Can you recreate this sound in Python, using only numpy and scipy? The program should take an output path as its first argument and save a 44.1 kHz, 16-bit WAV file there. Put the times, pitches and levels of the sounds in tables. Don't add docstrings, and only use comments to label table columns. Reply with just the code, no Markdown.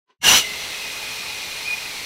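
import sys
import numpy as np
from scipy import signal
from scipy.io import wavfile
from scipy.ndimage import uniform_filter1d

SR = 44100
rng = np.random.default_rng(int(sys.argv[2]) if len(sys.argv) > 2 else 0)


def generate_wav(signal):
    frames = np.transpose(np.atleast_2d(signal))
    scaled = np.clip(frames, -1, 1) * 32767
    pcm = np.round(scaled).astype(np.int16)
    wavfile.write(sys.argv[1], SR, pcm)


def decibels_to_gain(level_db):
    exponent = np.asarray(level_db, float) / 20
    return 10 ** exponent


N = 90404
TIME_S = np.arange(N) / SR
STRAIN_S = (0.387, 0.449)

# (time [s], level [dB])
LEVEL = [
    (.18, -80),
    (.204, -67),
    (.216, -18),
    (.242, 10.5),
    (.284, 18),
    (.376, 16.5),
    (.41, 8),
    (.436, 1),
    (.55, 1),
    (2.05, 0),
]


def evened(x):
    return x / np.sqrt(np.mean(x ** 2) + 1e-20)


def noise():
    return rng.standard_normal(N)


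def curve(rows, column=1):
    rows = np.array(rows)
    return np.interp(TIME_S, rows[:, 0], rows[:, column])


def drift(span_s):
    size = max(int(span_s * SR), 2)
    return evened(uniform_filter1d(uniform_filter1d(noise(), size), size))


def resonate(x, hz, width_hz):
    turn = np.exp(2j * np.pi * np.cumsum(hz * np.ones(len(x))) / SR)
    pole = np.exp(-np.pi * width_hz * 1.55 / SR)
    smooth = signal.lfilter([1], [1, -pole], x / turn)
    smooth = signal.lfilter([1], [1, -pole], smooth)
    return (turn * smooth).real


def wavering(hz, wander_hz, span_s, beads_db):
    phase = 2 * np.pi * np.cumsum(hz + wander_hz * drift(span_s)) / SR
    return evened(decibels_to_gain(beads_db * drift(span_s)) * np.sin(phase))


def motor():
    # (frequency [Hz], density [dB per Hz])
    run_air = [(24, -48), (40, -12.5), (303, -14.5), (420, -13.5), (1660, -11), (2480, -6.5), (3020, -8.5),
               (4290, -10.5), (15800, -23)]
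    start_air = [(24, -46), (40, -12), (512, -9), (888, -8.5), (2030, -5.5), (2880, -1), (4740, -11.5),
                 (5940, -8), (15800, -16)]
    # (frequency [Hz], width [Hz], level [dB], extra while speed settles [dB])
    run_modes = [(632, 110, -59, 10.5), (858, 85, -51, -4.5), (2087, 140, -44, 5), (2480, 280, -43.5, -6),
                 (2820, 55, -48, 5), (3400, 290, -47.5, 5.5), (3820, 310, -47.5, -2),
                 (4050, 420, -43.5, -0.5), (4253, 370, -42, -5.5), (5225, 330, -46, -5),
                 (5890, 330, -46.5, 2.5)]
    # (frequency [Hz], width [Hz], level [dB])
    start_modes = [(2200, 70, -49), (2840, 61, -69), (3070, 310, -41.5), (3400, 460, -50.5),
                   (4010, 690, -38), (5230, 200, -45), (5940, 210, -36), (6890, 320, -45.5)]
    jolt_modes = [(291, 610, -63), (900, 254, -42), (1600, 400, -42.5)]

    settled = np.interp(TIME_S, STRAIN_S, [0, 1])
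    jolt = np.interp(TIME_S, (0.358, 0.382), [1, 0])
    air = hiss(start_air)
    low_air = signal.sosfiltfilt(signal.butter(3, 2010, fs=SR, output="sos"), air)
    air = air - 0.19 * (1 - jolt) * low_air
    start = decibels_to_gain(-32.5) * air + casing(start_modes) + jolt * casing(jolt_modes)
    run = decibels_to_gain(-33.5) * hiss(run_air) + casing(run_modes) + hum()
    mix = np.sqrt(1 - settled) * start + np.sqrt(settled) * run + gear_shriek()
    return (TIME_S > LEVEL[0][0]) * decibels_to_gain(curve(LEVEL)) * mix


def hiss(points):
    size, patch_db = 1024, 0.8
    bin_hz = np.fft.rfftfreq(size, 1 / SR)
    real, imag, patches = rng.standard_normal((N // 256 + 5, 513, 3)).T
    patches = evened(uniform_filter1d(uniform_filter1d(patches, 8, 0), 8, 1))
    hz, level_db = np.transpose(points)
    shape_db = np.interp(np.log(bin_hz + 1), np.log(hz + 1), level_db)[:, None]
    spectra = (real + 1j * imag) * decibels_to_gain(shape_db + patch_db * patches)
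    return evened(signal.istft(spectra, nperseg=size, noverlap=768)[1][:N])


def casing(modes):
    flutter_db = 1.2
    early = np.interp(TIME_S, (0.36, 1.25), [1, 0])
    out = np.zeros(N)
    for hz, width_hz, db, *extra_db in modes:
        level_db = db + sum(extra_db) * early + flutter_db * drift(0.031)
        out += decibels_to_gain(level_db) * evened(resonate(noise(), hz, width_hz))
    return out


def gear_shriek():
    # (time [s], frequency [Hz], level against heard level [dB])
    track = [
        (.2, 2800, -27),
        (.26, 2830, -41),
        (.31, 2900, -38),
        (.35, 2980, -40.5),
        (.4, 2900, -39),
        (.44, 2850, -29.5),
        (.47, 2840, -71),
    ]
    return decibels_to_gain(curve(track, 2)) * wavering(curve(track), wander_hz=70.9, span_s=0.00399, beads_db=3.8)


def hum():
    # (time [s], frequency [Hz], level [dB])
    track = [
        (.4, 424, -46),
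        (.7, 424, -56),
        (.9, 425, -60),
        (1.1, 426, -51.5),
        (1.35, 426, -55.5),
        (1.45, 424, -60),
        (1.7, 422, -52),
        (2.05, 422, -60),
    ]
    beads_db = 1.5
    shaft = decibels_to_gain(curve(track, 2)) * wavering(curve(track), 5.3, 0.055, beads_db)
    mains = decibels_to_gain(-62.5) * wavering(118.3, 1.6, 0.035, beads_db)
    return shaft + mains


def whine():
    # (time [s], frequency [Hz], level [dB])
    track = [(.4, 2690, -46), (.52, 2631, -39), (.62, 2615, -47), (.7, 2590, -43), (.83, 2540, -35),
             (.92, 2484, -40.5), (1.05, 2480, -37.5), (1.2, 2480, -36.5), (1.38, 2500, -41.5),
             (1.45, 2426, -40.5), (1.57, 2416, -36.5), (1.64, 2470, -47), (1.87, 2455, -48),
             (1.93, 2285, -37), (2.05, 2160, -44)]
    running = np.interp(TIME_S, STRAIN_S, [0, 1])
    tone = wavering(curve(track), wander_hz=40, span_s=0.005, beads_db=2.5)
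    return running * decibels_to_gain(curve(track, 2)) * tone


def squeals():
    # (middle [s], length [s], frequency [Hz], level [dB], glide [Hz])
    bursts = [(0.251, 0.033, 1650, -19, -61), (0.269, 0.019, 2870, -10.5, 0.5),
              (.287, 0.012, 2820, -8.5, -2), (0.359, 0.0615, 4050, -17, 702), (0.278, .025, 900, -24, 80),
              (0.229, 0.032, 2160, -37, -2), (0.351, .03, 3050, -15.5, 1), (0.42, 0.04, 2900, -33, 1),
              (0.426, 0.013, 2030, -42, 1), (.452, 0.027, 2050, -24.5, -41.5),
              (0.477, 0.038, 2060, -28, 0.5), (0.504, 0.046, 2045, -30.5, 0), (0.533, 0.044, 2110, -34, 61),
              (0.745, 0.028, 2430, -40, 0), (1.664, 0.028, 2435, -26.5, -4.5),
              (1.685, 0.028, 2470, -21, 1.5), (1.709, 0.021, 2440, -18, 1.5),
              (1.736, 0.041, 2460, -19, -0.5), (1.77, 0.0094, 2440, -35, -3),
              (1.785, 0.023, 2478, -25.5, -4), (1.827, 0.028, 2480, -30, -1.5), (1.859, .024, 2490, -32, 0),
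              (1.894, 0.023, 2414, -30, -3)]
    wobble_hz, beads_db, edge_power = 9, 1.2, 0.7
    wobble = drift(0.005)
    wobble = evened(wobble)
    out = np.zeros(N)
    for middle_s, length_s, hz, db, glide_hz in bursts:
        u = np.clip((TIME_S - middle_s) / length_s, -0.5, 0.5)
        phase = 2 * np.pi * np.cumsum(hz + glide_hz * u + wobble_hz * wobble) / SR
        envelope = np.abs(np.cos(np.pi * u)) ** edge_power * (abs(u) < 0.5)
        tone = np.sin(phase) + decibels_to_gain(-21) * np.sin(2 * phase)
        out += decibels_to_gain(db - 1 + beads_db * wobble) * envelope * tone
    return out


def bench():
    # (time [s], level [dB])
    shift = [
        (.06, -108),
        (.08, -73),
        (.107, -59),
        (.125, -65.5),
        (.15, -79),
        (.175, -95),
    ]
    # (frequency [Hz], width [Hz], level [dB])
    modes = [(400, 41, 2.5), (1020, 52, 6), (1517, 29, 0), (1980, 24, -6), (2950, 24, -6), (3910, 110, -16),
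             (4510, 37, -18), (6070, 61, -12)]

    rings = sum(decibels_to_gain(db) * evened(resonate(noise(), hz, 1.2 * width_hz)) for hz, width_hz, db in modes)
    band = signal.butter(3, (170, 3930), "band", fs=SR, output="sos")
    scrape = evened(signal.sosfilt(band, noise()))
    heard = (TIME_S > shift[0][0]) & (TIME_S < shift[-1][0])
    slide = heard * decibels_to_gain(curve(shift)) * evened(evened(rings) + decibels_to_gain(-2.5) * scrape)

    thump = evened(resonate(resonate(noise(), 100, 120), 100, 120))
    push = np.interp(TIME_S, (0.19, 0.22), [0, 1]) * (TIME_S < 0.25)
    return slide + decibels_to_gain(-56) * push * thump


def scene():
    mix = motor() + whine() + squeals() + bench()
    return np.array([mix, mix])


def band_limit(x):
    return signal.sosfilt(signal.butter(12, 15900, fs=SR, output="sos"), x)


def record(dry):
    ceiling, mic_top_hz, edge_hz = 1.15, 15500, 15850
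    limited = ceiling * np.tanh(dry / ceiling)
    soft = signal.sosfilt(signal.butter(3, mic_top_hz, fs=SR, output="sos"), limited)
    band_edge = signal.firwin(401, edge_hz, window=("kaiser", 9), fs=SR)
    finished = signal.oaconvolve(soft, band_edge[None], "same")
    return band_limit(finished)


dry = scene()
out = record(dry)
generate_wav(out)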